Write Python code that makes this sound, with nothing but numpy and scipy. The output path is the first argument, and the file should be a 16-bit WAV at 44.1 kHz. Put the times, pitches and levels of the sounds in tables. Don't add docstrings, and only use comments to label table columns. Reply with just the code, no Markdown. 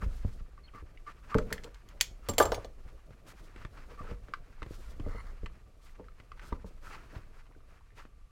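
import sys
import numpy as np
from scipy import signal
from scipy.fft import rfft, irfft, next_fast_len
from scipy.io import wavfile
from scipy.ndimage import uniform_filter1d

SR = 44100
rng = np.random.default_rng(int(sys.argv[2]) if len(sys.argv) > 2 else 0)


def master(y):
    cut = np.clip(np.atleast_2d(y).T, -1, 1)
    pcm = np.round(cut * 32767)
    wavfile.write(sys.argv[1], SR, pcm.astype(np.int16))


N = 366461
TIME = np.arange(N) / SR

# start_s, steel_db, board_db, jaw_ring_db
BOUNCES = [(2.2869, -27.5, -22, -44), (2.2939, -32.5, -27.5, -32.5), (2.336, -41, -43, -58.5),
           (2.382, -15.5, -17.5, -24), (2.4011, -27, -6.5, -47.5), (2.426, -31, -30, -33.5),
           (2.454, -30.5, -20, -38.5), (2.519, -29.5, -16, -61), (2.545, -30.5, -41, -57),
           (2.5767, -58, -28.5, -75), (2.646, -39.5, -34, -67)]
# freq_hz, level_db
STEEL_CLICK = [(300, -25.5), (700, -13), (1500, -11), (2100, 2), (2500, -4.5), (3150, 1), (3900, -1.5),
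               (4400, 1), (5500, -7.5), (6500, -4), (7000, -9.5), (8500, -9)]
# freq_hz, level_db
STEEL_EDGE = [(8000, -5.5), (9500, 1), (10500, -2), (11600, -1), (13000, -2.5), (14600, -3.5), (15900, -3)]
# start_s, level_db, hardness_db
THUMPS = [(0.025, -38, -2), (0.062, -39, -11), (0.249, -35.5, -4.5), (0.408, -50, -8), (0.825, -46, -4),
          (1.352, -20, 5), (1.359, -25, 3), (1.386, -35.5, 8.5), (1.401, -44, 16), (1.515, -43.5, 11),
          (1.529, -41, 3.5), (2.851, -51.5, -7.5), (4.007, -44, 0.5), (4.114, -41.5, -0.5),
          (4.285, -54, 11), (4.621, -43, 4.5), (4.996, -43.5, 0), (5.064, -35.5, 1), (5.148, -42, 2.5),
          (5.431, -39, -3), (5.997, -48.5, 11), (6.523, -34, -1.5), (6.645, -41.5, 2.5),
          (7.163, -52, -12.5), (7.563, -56, 3.5)]
# pitch_hz, level_db, t60_s
CASING_MODES = [(338, -8.5, 0.03), (394, -2.5, 0.025), (457, 2.5, 0.035), (500, -12.5, 0.18),
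                (576, -1, 0.017), (655, -7, .015), (880, -7.5, 0.012)]
# freq_hz, level_db
CASING_BUMP = [(90, 11), (170, -7), (320, -5.5), (600, -17.5), (1100, -45), (2500, -45)]
# time_s, rubbing_db, bench_sway_db
HANDLING = [(0.0, -57.5, -36.5), (0.67, -67.5, -53), (1.2, -63, -56), (1.55, -52, -48), (1.78, -64, -51.5),
            (2.27, -60.5, -49), (2.48, -44, -40), (2.71, -62, -48.5), (3.17, -63.5, -55.5),
            (3.96, -60, -51.5), (4.14, -60.5, -46), (4.44, -63, -52.5), (5.09, -57.5, -42),
            (5.81, -67.5, -56), (6.43, -63, -50.5), (7.1, -61, -54), (7.55, -69, -57), (8.31, -75, -56)]


def pliers(slip_lead_s=0.0059):
    # start_s, click_db, edge_db
    clamp_clicks = [(1.3453, -45, -56), (1.3833, -31.5, -55), (1.5268, -25.5, -37.5), (1.636, -40, -72),
                    (1.6428, -37.5, -60), (1.7443, -47.5, -70), (1.888, -46.5, -65), (2.01, -9, -27)]
    # pitch_hz, level_db, t60_s
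    jaw_modes = [(7280, -4, .025), (7396, -4, 0.072), (7480, -3, 0.035)]
    # start_s, level_db
    loose_rings = [(2.534, -56), (2.646, -74)]
    # pitch_hz, level_db, t60_s
    loose_modes = [(9660, 0, .16), (9750, -2, .09)]
    out = np.zeros(N)
    contacts = [(s, db, edge_db, db - 24) for s, db, edge_db in clamp_clicks]
    for s, db, _, ring_db in BOUNCES:
        contacts.append((s, db, db - 12.5 - bench_damping_db(s), ring_db))
        add(out, s, from_db(db - 14.5) * jangle())
    for s, click_db, edge_db, ring_db in contacts:
        add(out, s, from_db(click_db - 8) * crack(STEEL_CLICK, t60=0.014, after_db=-26.5, after_t60=0.08))
        add(out, s, from_db(edge_db) * crack(STEEL_EDGE, t60=0.011, after_db=-19.5, after_t60=0.067))
        add(out, s, from_db(ring_db - 2) * strike(jaw_modes, grit=0.28, grit_t60=0.01, vary_db=4))
    for s, db, _ in clamp_clicks:
        skid = crack(STEEL_CLICK, t60=0.012, after_db=-18.5, after_t60=0.03)
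        add(out, s - slip_lead_s, from_db(db - 37) * skid)
    for s, db in loose_rings:
        add(out, s, from_db(db) * strike(loose_modes, grit=0.6, grit_t60=0.03))
    return out


def joint_rattle(rebounds_per_s=520, longest_s=0.055, fade_db=9):
    out = np.zeros(N)
    hardest_db = max(db for _, db, _, _ in BOUNCES)
    for s, db, _, _ in BOUNCES:
        length_s = longest_s * from_db(0.5 * (db - hardest_db))
        count = max(int(length_s * rebounds_per_s), 1)
        edge_gain = from_db(-0.5 - bench_damping_db(s))
        for progress in (np.arange(count) + rng.random(count)) / count:
            gain = from_db(db - 23 - fade_db * progress + rng.standard_normal())
            click = crack(STEEL_CLICK, t60=0.0069, after_db=-12.5, after_t60=0.035)
            edge = edge_gain * crack(STEEL_EDGE, t60=0.009, after_db=-18, after_t60=0.045)
            at = s + progress * length_s
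            add(out, at, gain * (click + edge))
            add(out, at, gain * from_db(-8.5) * jangle())
    return out


def jangle(t60=0.035):
    # pitch_hz, level_db
    overtones = [(2240, -6.5), (2980, -0.5), (3456, -1), (4587, -4.5), (4829, -3), (5529, 0), (6223, 0),
                 (6500, -1), (9254, -10.5), (13750, -7.5), (14680, -6)]
    return strike([(hz, db, t60) for hz, db in overtones], grit=1, grit_t60=0.035, detune=0.0073)


def bench_damping_db(s, flat_at_s=2.39, db_per_s=85.5):
    return db_per_s * max(s - flat_at_s, 0)


def bench_knocks(low_cut_hz=270, second_handle_s=0.007):
    # pitch_hz, level_db, t60_s
    board_modes = [(272, -24.5, 0.085), (371, -4, 0.054), (420, -4.5, 0.064), (496, 6, 0.048),
                   (578, -7, 0.088), (643, -4, 0.11), (760, -11.5, 0.14), (836, -17.5, 0.086)]
    # pitch_hz, level_db, t60_s
    clack_modes = [(930, -6, 0.04), (981, -13.5, 0.15), (1137, 0.5, 0.024), (1194, -9.5, 0.12),
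                   (1367, -15, 0.05), (1520, -4.5, .025), (1737, -17, 0.11)]
    # freq_hz, level_db
    clatter = [(350, -11.5), (700, 5.5), (1200, 3), (1650, -12), (2100, -22), (3500, -23.5)]
    # pitch_hz, level_db, t60_s
    frame_modes = [(71, -1.5, 0.08), (96, -3.5, 0.16), (205, -3, 0.05), (271, 1, 0.049)]
    board, frame = np.zeros((2, N))
    for s, _, db, _ in BOUNCES:
        for at, blow_db in ((s, db), (s + second_handle_s, db - 15.5)):
            add(board, at, from_db(blow_db - 6.5) * strike(board_modes, grit=0.18, grit_t60=0.05))
            clack_gain = from_db(1.3 * blow_db - 11.5)
            add(board, at, clack_gain * strike(clack_modes, grit=0.34, grit_t60=0.05))
            add(board, at, clack_gain * crack(clatter, t60=0.018, after_db=-6, after_t60=0.21))
        frame_db = min(-30.5 - 58.5 * (s - BOUNCES[0][0]), db)
        add(frame, s, from_db(frame_db) * strike(frame_modes, grit=0.71, grit_t60=0.09))
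    low_cut = signal.butter(3, low_cut_hz, "high", fs=SR, output="sos")
    return signal.sosfilt(low_cut, board) + frame


def heater_thumps(high_cut_hz=1300):
    # pitch_hz, level_db, t60_s
    boom_modes = [(97, -10.5, 0.25), (150, -4.5, 0.033), (190, 1.5, 0.071), (281.7, -1.5, 0.06)]
    # pitch_hz, level_db, t60_s
    thud_modes = [(37, -5.5, 0.067), (50, 0.5, 0.099), (74.4, 0.5, 0.014)]
    out = np.zeros(N)
    for s, db, hardness_db in THUMPS:
        knock = strike(CASING_MODES, grit=0.41, grit_t60=0.14, detune=0.018)
        bump = crack(CASING_BUMP, t60=0.034, after_db=-14, after_t60=0.058)
        boom = strike(boom_modes, grit=0.54, grit_t60=0.044, detune=0.039)
        thud = strike(thud_modes, grit=0.4, grit_t60=0.044, detune=0.085)
        add(out, s, from_db(db + hardness_db - 4.5) * knock)
        add(out, s, from_db(db + 0.28 * hardness_db - 4.5) * bump)
        add(out, s, from_db(db + 0.44 * hardness_db - 5) * boom)
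        add(out, s, from_db(db - hardness_db + 5) * thud)
    return signal.sosfilt(signal.butter(2, high_cut_hz, fs=SR, output="sos"), out)


def heater_judders(slips_per_s=320):
    # start_s, length_s, level_db
    shoves = [(1.643, 0.045, -45), (3.912, .03, -55.5), (4.02, 0.14, -52), (5.062, 0.052, -54),
              (5.982, 0.05, -54.5)]
    slips = (rng.random(N) < slips_per_s / SR) * rng.standard_normal(N)
    knock = strike(CASING_MODES, grit=0.1, grit_t60=0.008, vary_db=1.5)
    return sliding(shoves) * unit_power(signal.fftconvolve(slips, knock)[:N])


def hose_ticks(usual_hz=1240, tiny_per_s=9):
    # start_s, level_db, pitch_hz
    ticks = [(0.02, -36, 1210), (0.034, -42, 950), (0.578, -47.5, 1160), (0.974, -50.5, 2270),
             (1.344, -21, 1235), (1.386, -25, 1280), (1.526, -26, 1690), (1.58, -38.5, 1670),
             (4.284, -47, 1300), (4.337, -24, 1270), (4.62, -35.5, 1227), (5.462, -36, 1270),
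             (6.084, -46.5, 1290), (6.318, -38, 1240), (6.395, -42.5, 1560), (6.526, -30, 1000),
             (7.998, -46, 1204)]
    # freq_hz, level_db
    snap = [(1900, 19), (2600, 4), (4000, 0.5), (7000, -15), (15000, -38)]
    out = np.zeros(N)
    chance = rng.random((int(tiny_per_s * N / SR), 3))
    tiny = [(when * TIME[-1], -67 + 10 * size, usual_hz * 2 ** (spot - 0.35))
            for when, size, spot in chance]
    for s, db, hz in ticks + tiny:
        pop_modes = [(hz * 0.84, -9, 0.014), (hz, 0, 0.016), (hz * 1.283, -6, 0.011)]
        snap_db = db - 17 + 11 * np.log2(hz / usual_hz)
        add(out, s, from_db(db - 4.5) * strike(pop_modes, grit=0.7, grit_t60=0.026, vary_db=3))
        add(out, s, from_db(snap_db) * crack(snap, t60=0.015, after_db=-21, after_t60=0.086))
    return out


def hose_creaks(slips_per_s=330, spread_db=4.5):
    # start_s, length_s, level_db
    twists = [(0.736, 0.087, -48.5), (1.066, 0.037, -44), (1.318, 0.019, -34), (3.98, 0.044, -45.5)]
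    # pitch_hz, level_db, t60_s
    joint_modes = [(1165, 0.5, 0.059), (1300, -3.5, 0.033), (1540, -18, 0.037), (1800, -10.5, .025),
                   (2050, -15.5, 0.016), (2740, -17.5, 0.013)]
    slips = (rng.random(N) < slips_per_s / SR) * from_db(spread_db * rng.standard_normal(N))
    ring = strike(joint_modes, grit=0.15, grit_t60=0.008, vary_db=2.1)
    return sliding(twists) * unit_power(signal.fftconvolve(slips, ring)[:N])


def plastic_clicks():
    # start_s, click_db, bump_db
    clicks = [(3.107, -58, -41.5), (3.561, -48, -44), (3.6496, -39.5, -33.5), (4.6287, -39, -41),
              (4.6628, -53, -38), (4.708, -63, -35.5), (4.9984, -47, -30), (5.4598, -39.5, -48),
              (6.2, -50, -43.5), (8.0529, -53, -44)]
    # freq_hz, level_db
    plastic = [(500, -21), (1000, 9), (2300, 3), (3300, -4), (5000, -13.5), (8000, -18.5), (14000, -37)]
    out = np.zeros(N)
    for s, click_db, bump_db in clicks:
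        add(out, s, from_db(click_db - 2) * crack(plastic, t60=0.022, after_db=-33, after_t60=0.03))
        add(out, s, from_db(bump_db - 3) * crack(CASING_BUMP, t60=0.031, after_db=-27, after_t60=0.06))
    return out


def squeaks():
    # time_s, fundamental_hz, level_db
    glide = [(0.62, 2280, -108), (0.64, 2157, -62), (0.66, 2145, -62), (0.672, 1580, -85),
             (0.682, 1600, -54.5), (0.70, 750, -69), (0.71, 590, -87)]
    # time_s, level_db
    drag = [(4.99, -58), (5.04, -1), (5.10, 1), (5.21, 12.5), (5.235, -16), (5.31, -12), (5.36, -62)]
    # pitch_hz, level_db
    drag_tones = [(969, -74.5), (1211, -64), (2030, -67), (2900, -78.5), (4301, -78), (7079, -84.5),
                  (9588, -86.5)]
    hz, db = in_time(glide)
    phase = 2 * np.pi * np.cumsum(hz * (1 + 0.014 * drift(rate_hz=1300))) / SR
    chirp = from_db(db) * (np.sin(2 * phase) + 0.3 * np.sin(phase))
    singing = sum(from_db(tone_db + 2.5) * drift(rate_hz=380) * np.sin(2 * np.pi * tone_hz * TIME)
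                  for tone_hz, tone_db in drag_tones)
    return chirp + from_db(in_time(drag)[0]) * singing


def rubbing(stick_db=-52, usual_db=-65):
    # start_s, length_s, level_db
    glove_strokes = [(0.008, 0.048, -47), (0.734, 0.086, -57), (1.066, 0.06, -52.5), (1.225, 0.094, -64),
                     (1.294, 0.11, -50.5), (1.503, 0.012, -48), (1.645, 0.048, -57.5), (2.223, 0.053, -58),
                     (2.86, 0.075, -66.5), (3.584, 0.069, -57.5), (3.72, 0.13, -61.5), (3.885, .07, -59),
                     (3.973, 0.082, -59.5), (4.039, 0.12, -53), (6.412, 0.16, -58), (6.825, 0.17, -54.5),
                     (6.97, 0.11, -60.5), (7.09, 0.14, -57.5), (7.335, 0.089, -61.5), (7.685, 0.11, -63.5),
                     (7.959, 0.12, -58.5)]
    # start_s, length_s, level_db
    sleeve_moves = [(0.01, 0.4, -68), (3.268, 0.062, -58), (3.364, 0.12, -67.5), (4.69, 0.25, -64),
                    (5.823, 0.12, -66), (6.42, 0.085, -63), (6.655, 0.045, -66.5), (6.827, 0.14, -63.5),
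                    (7.959, 0.081, -68)]
    # start_s, length_s, level_db
    scrapes = [(5.05, 0.18, -56.5), (5.23, 0.1, -57)]
    # freq_hz, level_db
    casing_spectrum = [(60, -11), (100, 8.5), (200, 1), (320, -0.5), (480, -1), (750, -5.5), (1100, -36.5)]
    # freq_hz, level_db
    glove_spectrum = [(100, -40.5), (500, -20.5), (900, -1), (1200, 0), (2100, -4), (2700, -7), (3600, -17),
                      (4500, -15.5), (7000, -23.5), (14000, -42)]
    # freq_hz, level_db
    rasp_spectrum = [(300, -43.5), (850, -12), (1140, -5.5), (1280, 2), (1420, 0), (1950, -13.5),
                     (2500, -16.5), (3500, -38), (7000, -46.5)]
    # freq_hz, level_db
    fabric_spectrum = [(1800, -19), (3200, -0.5), (4500, -1.5), (7000, -4), (10000, -8.5), (13000, -11),
                       (16000, -15)]
    # freq_hz, level_db
    scrape_spectrum = [(400, -19.5), (900, -1.5), (1250, 1), (2100, -7), (2500, -20.5), (5000, -20),
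                       (12000, -33.5)]
    effort_db, _ = in_time(HANDLING)
    pressure = from_db(usual_db + 0.87 * (effort_db - usual_db))
    strokes, sleeves = sliding(glove_strokes), sliding(sleeve_moves)
    grip = from_db(-7.5) * pressure + from_db(-3.5) * strokes + from_db(-4.5) * sleeves
    swish = from_db(-17) * pressure + from_db(-3) * sleeves + from_db(-24) * strokes
    sticking = grip ** 2 / (grip ** 2 + from_db(stick_db) ** 2)
    casing_drive = from_db(-3.5) * pressure + from_db(-5.5) * grip
    casing = casing_drive * friction(casing_spectrum, grain_db=2.5, flutter_db=3.5)
    gloves = grip * np.sqrt(1 - sticking) * friction(glove_spectrum, grain_db=1.5, flutter_db=4.3)
    rasp = from_db(3) * grip * np.sqrt(sticking) * friction(rasp_spectrum, grain_db=4, flutter_db=-0.5)
    fabric = swish * friction(fabric_spectrum, grain_db=1, flutter_db=2)
    scrape = sliding(scrapes) * friction(scrape_spectrum, grain_db=4.5, flutter_db=1)
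    return casing + gloves + rasp + scrape + fabric


def bench_rumble(jolt_t60=0.7, jolt_rise_s=0.012):
    # freq_hz, level_db
    spectrum = [(8, -28), (20, 8), (35, -3), (50, 0), (65, -11), (80, -20), (98, -17), (140, -28),
                (300, -59.5), (900, -100)]
    _, sway_db = in_time(HANDLING)
    power = from_db(sway_db + 3) ** 2
    jolt = decay(TIME[:SR], jolt_t60) * (1 - np.exp(-TIME[:SR] / jolt_rise_s))
    for s, db, hardness_db in THUMPS:
        add(power, s, (from_db(db - hardness_db - 10) * jolt) ** 2)
    return np.sqrt(power) * colour(rng.standard_normal(N), spectrum)


def room_tone(level_db=-63):
    # freq_hz, level_db
    spectrum = [(12, -28), (20, 4), (48, -4.5), (96, -5), (255, -27.5), (849, -32), (1260, -39),
                (1810, -42), (2390, -31), (3160, -38), (12100, -45), (16000, -70)]
    return from_db(level_db) * colour(rng.standard_normal(N), spectrum)


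def workshop(x, early_db, early_t60, tail_db):
    # freq_hz, t60_s
    room_t60 = [(100, 0.38), (500, 0.25), (1500, 0.16), (4000, 0.23), (8000, 0.22), (15000, 0.11)]
    t = TIME[:SR // 2]
    octaves_hz = 62.5 * 2 ** np.arange(9)
    tail = 0
    for low, high in zip(octaves_hz, octaves_hz[1:]):
        band_pass = signal.butter(2, [low, high], "band", fs=SR, output="sos")
        band = signal.sosfilt(band_pass, rng.standard_normal(len(t)))
        tail = tail + band * decay(t, at_hz(room_t60, np.sqrt(low * high)))
    early = rng.standard_normal(len(t)) * decay(t, early_t60) * (t > 0.003)
    tail = tail * (t > 0.008)
    echo = from_db(early_db) * early / np.linalg.norm(early)
    echo += from_db(tail_db) * tail / np.linalg.norm(tail)
    return x + signal.fftconvolve(x, echo)[:N]


def strike(modes, grit, grit_t60, vary_db=3.5, detune=0):
    hz, db, t60 = np.transpose(modes)[:, :, None]
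    hz = hz * (1 + detune * rng.standard_normal(hz.shape))
    t = TIME[:int(min(t60.max(), 0.5) * SR)]
    polarity = (-1) ** np.arange(len(db))[:, None]
    gains = polarity * from_db(db + vary_db * rng.standard_normal(db.shape))
    ring = np.sum(gains * np.sin(2 * np.pi * hz * t) * decay(t, t60), axis=0)
    contact_t = TIME[:SR // 10]
    chatter = rng.standard_normal(len(contact_t)) * decay(contact_t, grit_t60)
    force = (contact_t == 0) + grit * chatter / np.linalg.norm(chatter)
    return punch(signal.fftconvolve(ring, force))


def crack(spectrum, t60, after_db, after_t60, rise_s=0.00028):
    t = TIME[:SR // 8]
    hz = np.fft.rfftfreq(len(t), 1 / SR)
    inside = (hz > spectrum[0][0]) & (hz < spectrum[-1][0])
    overtones = irfft(rfft(rng.standard_normal(len(t))) * inside * from_db(at_hz(spectrum, hz)), len(t))
    envelope = decay(t, t60) + from_db(after_db) * decay(t, after_t60)
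    return punch(overtones * envelope * (1 - np.exp(-t / rise_s)))


def friction(spectrum, grain_db, flutter_db):
    slips = rng.standard_normal(N)
    clumps = from_db(grain_db * drift(rate_hz=700) + flutter_db * drift(rate_hz=45))
    return colour(slips * clumps, spectrum)


def sliding(moves):
    progress, gain = [-0.1, 0.28, 0.88, 1.01], [0.0022, 1.0, 0.55, 0.0029]
    return sum(from_db(db) * np.interp((TIME - s) / length, progress, gain) for s, length, db in moves)


def colour(x, spectrum):
    size = next_fast_len(N)
    gains = from_db(at_hz(spectrum, np.fft.rfftfreq(size, 1 / SR)))
    return unit_power(irfft(rfft(x, size) * gains, size)[:N])


def drift(rate_hz):
    knots = rng.standard_normal(int(N / SR * rate_hz) + 2)
    return np.interp(TIME * rate_hz, np.arange(len(knots)), knots)


def decay(t, t60):
    return np.exp(-np.log(1000) * t / t60)


def punch(blow):
    return blow / np.sqrt(uniform_filter1d(blow ** 2, size=176).max())


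def unit_power(x):
    return x / np.sqrt(np.mean(x ** 2) + 1e-20)


def from_db(db):
    return 10 ** (np.asarray(db) / 20)


def in_time(rows):
    s, *columns = np.transpose(rows)
    return [np.interp(TIME, s, column) for column in columns]


def at_hz(points, hz):
    freq_hz, value = np.transpose(points)
    return np.interp(np.log(np.maximum(hz, 1)), np.log(freq_hz), value)


def add(out, s, sound):
    start = max(int(s * SR), 0)
    out[start:start + len(sound)] += sound[:N - start]


def scene():
    sharp = pliers() + joint_rattle() + hose_ticks() + plastic_clicks() + hose_creaks() + squeaks()
    sharp = workshop(sharp, early_db=-10.5, early_t60=0.046, tail_db=-18)
    dull = bench_knocks() + heater_thumps() + heater_judders()
    dull = workshop(dull, early_db=-18.5, early_t60=0.11, tail_db=-14.5)
    return (sharp + dull + room_tone() + rubbing() + bench_rumble())[None]


def record(dry):
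    cutoff_hz = 15900
    return signal.sosfilt(signal.ellip(10, 0.1, 80, cutoff_hz, fs=SR, output="sos"), dry)


dry = scene()
out = record(dry)
master(out)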